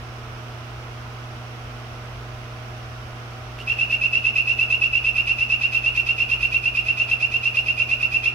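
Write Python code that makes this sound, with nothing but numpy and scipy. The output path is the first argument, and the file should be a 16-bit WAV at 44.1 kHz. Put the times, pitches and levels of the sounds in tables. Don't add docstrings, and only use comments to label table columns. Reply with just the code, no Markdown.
import sys
import numpy as np
from scipy import signal
from scipy.fft import rfft, irfft
from scipy.io import wavfile
from scipy.ndimage import uniform_filter1d

SR = 44100
rng = np.random.default_rng(int(sys.argv[2]) if len(sys.argv) > 2 else 0)


def waveform_to_disk(signal):
    frames = np.transpose(np.atleast_2d(signal))
    scaled = np.clip(frames, -1, 1) * 32767
    samples = np.round(scaled).astype(np.int16)
    wavfile.write(sys.argv[1], SR, samples)


N = 367794

# delay/s x 1000, level/dB re direct
ECHOES_LEFT = [(1.4, -5), (16.28, -10), (18.05, -7), (19.81, -14), (32.39, -18), (42.8, -16)]
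ECHOES_RIGHT = [(.6, -3), (7.95, -19), (15.65, -11), (19.39, -9), (36.44, -20), (47.29, -18)]
# f/Hz, relative level/dB, t60/s
TANK_MODES = [(2370, -10.5, 0.55), (2434, -2, 0.17), (2680, -12, 0.31), (2622, -1.5, 0.59),
              (2683, -7.5, 0.74), (2740, -7, .4), (2846, 5, 0.42)]


def frog(ring_db=-4, tail_db=-17.5, buzz_db=-16):
    loud, pitch, lead, strength = trill()
    tone, phase = whistle(loud, pitch, lead)
    left = from_db(-6.6) * panes(tone, ECHOES_LEFT)
    right = panes(tone, ECHOES_RIGHT, lag_ms=0.06)
    crossed = panes(tone, [], lag_ms=40)
    modes = sum(from_db(db) * resonate(crossed, hz, t60) for hz, db, t60 in TANK_MODES)
    tail = from_db(tail_db) * diffuse(crossed, t60=0.33, build_s=0.03)
    buzz = diffuse(from_db(buzz_db) * strength * larynx_rasp(phase), t60=0.22, build_s=0.00019)
    in_tank = from_db(ring_db) * modes + tail + buzz + peeps()
    return np.array([left, right]) + in_tank * pan(-4.5) + thin_hiss(strength)


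# t/s, note rate/Hz
TEMPO = [(3.7, 8.83), (4.3, 8.707), (5, 8.802), (6.4, 8.802), (8.3, 8.686)]
# t/s, effort/0-1
EFFORT = [(3.7, 0.64), (4.15, 0.94), (4.7, .75), (5.5, .4), (6.4, .05), (7.6, 0.03), (8.3, 0.03)]


def trill(start_s=3.670, note_db=-12.5, warm_up_db=4, warm_up_s=0.23, scatter_db=0.27):
    loud, lead, rasp = np.zeros((3, N))
    pitch = np.full(N, float(TOP_HZ))
    s = start_s
    while s < N / SR:
        luck, *chance = rng.standard_normal(4)
        at = np.arange(int((s - 0.014) * SR), min(int((s + 0.07) * SR), N))
        gain = from_db(note_db - warm_up_db * np.exp((start_s - s) / warm_up_s) + scatter_db * luck)
        size, pitch[at], lead[at], strength = note(at / SR - s, along(EFFORT, s), chance)
        loud[at], rasp[at] = gain * size, gain * strength
        s += 1 / along(TEMPO, s)
    return loud, pitch, lead, rasp


LEAD_DB, LEAD_EFFORT_DB, LEAD_EFFORT_HZ, LEAD_FLAT_HZ = -1.5, 7.5, 84.5, 16
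WHISTLE_DELAY_S, WHISTLE_ATTACK_S, ACCENT_DB, ACCENT_S = 0.025, 0.00394, 4, 0.009
TOP_HZ, RISE_HZ, RISE_S, RISE_BEND = 2769, 313.4, 0.053, 1.5
SCATTER_HZ, LEAD_SCATTER_DB, LEAD_SCATTER_HZ = 8.13, 0.97, 8


def note(t, effort, chance):
    lead_db = LEAD_DB + LEAD_EFFORT_DB * effort + LEAD_SCATTER_DB * chance[0]
    lead_in = from_db(lead_db) * push(t, attack_s=0.0086, hold_s=0.0057, release_s=0.0085)
    late = t - WHISTLE_DELAY_S
    accent = from_db(ACCENT_DB * np.exp(-((late - WHISTLE_ATTACK_S) / ACCENT_S) ** 2))
    main = accent * push(late, WHISTLE_ATTACK_S, hold_s=0.0258, release_s=0.0072)
    lead = 1 - np.clip(late / WHISTLE_ATTACK_S, 0, 1)
    glide_hz = TOP_HZ + SCATTER_HZ * chance[2] - RISE_HZ * np.clip(1 - t / RISE_S, 0, 1) ** RISE_BEND
    lift_hz = LEAD_EFFORT_HZ * effort - LEAD_FLAT_HZ + LEAD_SCATTER_HZ * chance[1]
    return lead_in + main, glide_hz + lift_hz * lead, lead, rasp_strength(t)


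def push(t, attack_s, hold_s, release_s):
    return np.clip(np.minimum(t / attack_s, 1 + (attack_s + hold_s - t) / release_s), 0, 1)


def rasp_strength(t, top_db=-2, onset_s=0.0079, hold_s=0.014, rise_db_per_s=452.5, fall_db_per_s=489):
    before, after = np.maximum(onset_s - t, 0), np.maximum(t - onset_s - hold_s, 0)
    return from_db(top_db - rise_db_per_s * before - fall_db_per_s * after)


# f/Hz, gain/dB
VOCAL_SAC = [(2100, -11), (2320, -3.5), (2450, 5), (2790, 0), (2870, 8), (2950, -21.5)]


def whistle(loud, pitch, lead, jitter_hz=4, lead_jitter_hz=20, lead_rough=0.21, rough=0.036):
    hz = pitch + jitter_hz * drift(65) + lead_jitter_hz * lead * drift(112.4)
    phase = 2 * np.pi * np.cumsum(hz) / SR
    size = loud * (1 + (rough + lead_rough * lead) * drift(140))
    return coloured(size * np.sin(phase), VOCAL_SAC, []), phase


# f/Hz, relative level/dB
RASP_SPECTRUM = [(1500, -31.5), (1980, -6.5), (2200, 2.5), (2500, 8.5), (3000, -4), (3260, -5.5),
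                 (4400, -7), (5300, -8), (6300, -11.5), (7400, -25), (9000, -20), (10200, -28),
                 (11500, -38.5), (16000, -34)]
# f/Hz, width/Hz, gain/dB
RASP_PEAKS = [(3226, 120, 13), (3756, 100, 8.5), (4195, 92, 6.5), (5060, 50, 3.5), (10100, 78, 10.5)]


def larynx_rasp(phase, snaps_per_s=350, uneven=0.6, hiss=0.23, second_db=-12, fourth_db=-23, smear=0.33):
    cycles = np.cumsum(snaps_per_s * np.exp(uneven * drift(250))) / SR
    snaps = rms_one(np.diff(np.floor(cycles), prepend=0) * rng.uniform(0.5, 1, N))
    smeared = phase + smear * drift(330)
    overtones = from_db(second_db) * np.sin(2 * smeared) + from_db(fourth_db) * np.sin(4 * smeared)
    air = hiss * rng.standard_normal(N)
    return rms_one(coloured(snaps + air, RASP_SPECTRUM, RASP_PEAKS)) + overtones


# t/s, relative level/dB, f/Hz, half length/s
PEEPS = [(3.589, -34.5, 2700, 0.0021), (3.609, -38, 2800, 0.027)]


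def peeps(t60=0.02):
    return sum(from_db(db) * swell(s, half_s) * rms_one(resonate(rng.standard_normal(N), hz, t60))
               for s, db, hz, half_s in PEEPS)


def panes(x, echoes, lag_ms=0):
    turn_per_ms = -2j * np.pi * np.arange(N + 1) * SR / (2 * N) / 1000
    paths = 1 + sum(from_db(db) * np.exp(turn_per_ms * ms) for ms, db in echoes)
    return irfft(rfft(x, 2 * N) * paths * np.exp(turn_per_ms * lag_ms))[:N]


def diffuse(x, t60, build_s):
    t = np.arange(SR // 2) / SR
    envelope = np.exp(-np.log(1000) * t / t60) * (1 - np.exp(-t / build_s))
    tail = rms_one(rng.standard_normal((2, len(t))) * envelope) / np.sqrt(len(t))
    return signal.fftconvolve(x[None], tail, axes=1)[:, :N]


def thin_hiss(strength, gain_db=-35, low_hz=8800):
    highpass = signal.butter(2, low_hz, "high", fs=SR, output="sos")
    noise = rms_one(signal.sosfilt(highpass, rng.standard_normal((2, N))))
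    return from_db(gain_db) * uniform_filter1d(strength, size=5000) * noise


# f/Hz, level/dB before panning
HUM_LINES = [(119.9, -37.5), (239.8, -53), (326.5, -57.5), (359.7, -57), (479.6, -59), (625.3, -53.5),
             (719.4, -65)]
# crest t/s, half length/s, relative level/dB
DRONE_SWELLS = [(2.15, 0.26, -52), (5.35, 0.8, -46.5), (6.35, 0.46, -43), (8.1, .7, -56)]


def equipment(waver_hz=0.2554, waver_db=0.27, drone_hz=54, rest_db=-51, drone_trim_db=-2):
    hum = 0
    for hz, db in HUM_LINES:
        unsteady = hz / HUM_LINES[0][0]
        phase = 2 * np.pi * np.cumsum(hz + waver_hz * unsteady * drift(1.64)) / SR
        hum += from_db(db + waver_db * unsteady * drift(1.0)) * rms_one(np.sin(phase))
    swells = sum(from_db(db) * swell(s, half_s) for s, half_s, db in DRONE_SWELLS)
    drone_size = (from_db(rest_db) + swells) * from_db(drone_trim_db + 2 * drift(3.2))
    drone_phase = 2 * np.pi * np.cumsum(drone_hz + 3 * drift(4)) / SR
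    return (hum + drone_size * rms_one(np.sin(drone_phase))) * pan(-2.2)


# f/Hz, relative level/dB
AIR_LOW = [(15, -20), (35, -3), (60, 1), (92, 3), (112, -10), (160, -13.5), (230, -7.5), (290, -14),
           (420, -8.5), (530, -11), (700, -5.5), (900, -10)]
AIR_HIGH = [(1350, -8.5), (1800, -13), (2800, -13), (4200, -24), (5700, -22.5), (7400, -34.5), (8800, -35),
            (13000, -37.5), (16000, -39)]
# f/Hz, width/Hz, gain/dB
ROOM_PEAKS = [(442.5, 19, 5.5), (767, 15, 5), (1019, 15, 6.5), (1131, 35, 4), (1251, 30, 6),
              (1349, 46, 5.5), (1474, 29, 6), (1670, 11, 2), (1790, 12, -2.5)]
# f/Hz, correlation
AIR_LIKENESS = [(60, 1.0), (130, 0.92), (290, 0.83), (640, 0.65), (1410, 0.0), (3100, -0.08), (6820, 0.05),
                (15000, -0.1)]
# f/Hz, left minus right level/dB
AIR_BALANCE = [(60, 3), (700, -1.5), (1300, -1.5), (2400, -4.5), (4400, -7.5), (5700, -8), (7400, 4.5),
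               (8800, -4), (13000, 1)]


def fan(level_db=-38.5):
    mid, side = rfft(rng.standard_normal((2, N)))
    alike = at_hz(AIR_LIKENESS)
    sides = np.array([[1], [-1]])
    both = np.sqrt(1 + alike) * mid + np.sqrt(1 - alike) * side * sides
    colour = from_db(at_hz(AIR_LOW + AIR_HIGH) + sides * at_hz(AIR_BALANCE) / 2) * peaks(ROOM_PEAKS)
    return from_db(level_db) * rms_one(irfft(both * colour, N))


def from_db(db):
    return 10 ** (np.asarray(db) / 20)


def rms_one(x):
    return x / np.sqrt(np.mean(x ** 2) + 1e-20)


def pan(db):
    return from_db(np.array([[db], [-db]]) / 2)


def along(curve, t):
    return np.interp(t, *np.transpose(curve))


def swell(crest_s, half_s):
    return np.exp(-((np.arange(N) / SR - crest_s) / half_s) ** 2)


def drift(rate_hz):
    r = np.exp(-40 * np.pi * rate_hz / SR)
    slow = signal.lfilter([1], [1, -2 * r, r * r], rng.standard_normal(N // 20 + 4002))[4000:]
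    return np.interp(np.arange(N) / 20, np.arange(len(slow)), rms_one(slow))


def at_hz(points):
    hz, value = np.transpose(points)
    return np.interp(np.log(np.arange(N // 2 + 1) * SR / N + 1e-6), np.log(hz), value)


def peaks(rows):
    f = np.arange(N // 2 + 1) * SR / N
    return from_db(sum(db / (1 + (2 * (f - hz) / width) ** 2) for hz, width, db in rows))


def coloured(x, spectrum, resonances):
    return irfft(rfft(x) * from_db(at_hz(spectrum)) * peaks(resonances), N)


def resonate(x, hz, t60):
    r = 1000 ** (-1 / (t60 * SR))
    feedback = [1, -2 * r * np.cos(2 * np.pi * hz / SR), r * r]
    return signal.lfilter(np.array([1, 0, -1]) * (1 - r * r) / 2, feedback, x + 1e-18)


def scene():
    return frog() + equipment() + fan()


def record(dry, threshold_db=-17, squeeze=0.47, release_db_per_s=2, attack_s=0.0094, cutoff_hz=15800):
    power = uniform_filter1d(np.mean(dry ** 2, axis=0), size=441)
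    over_db = np.maximum(10 * np.log10(np.abs(power) + 1e-12) - threshold_db, 0)
    fall_db = release_db_per_s * np.arange(N) / SR
    held_db = np.maximum.accumulate(squeeze * over_db + fall_db) - fall_db
    r = np.exp(-1 / (attack_s * SR))
    ducked = dry * from_db(-signal.lfilter([1 - r], [1, -r], held_db))
    return signal.sosfilt(signal.ellip(12, 0.1, 90, cutoff_hz, fs=SR, output="sos"), ducked)


dry = scene()
out = record(dry)
waveform_to_disk(out)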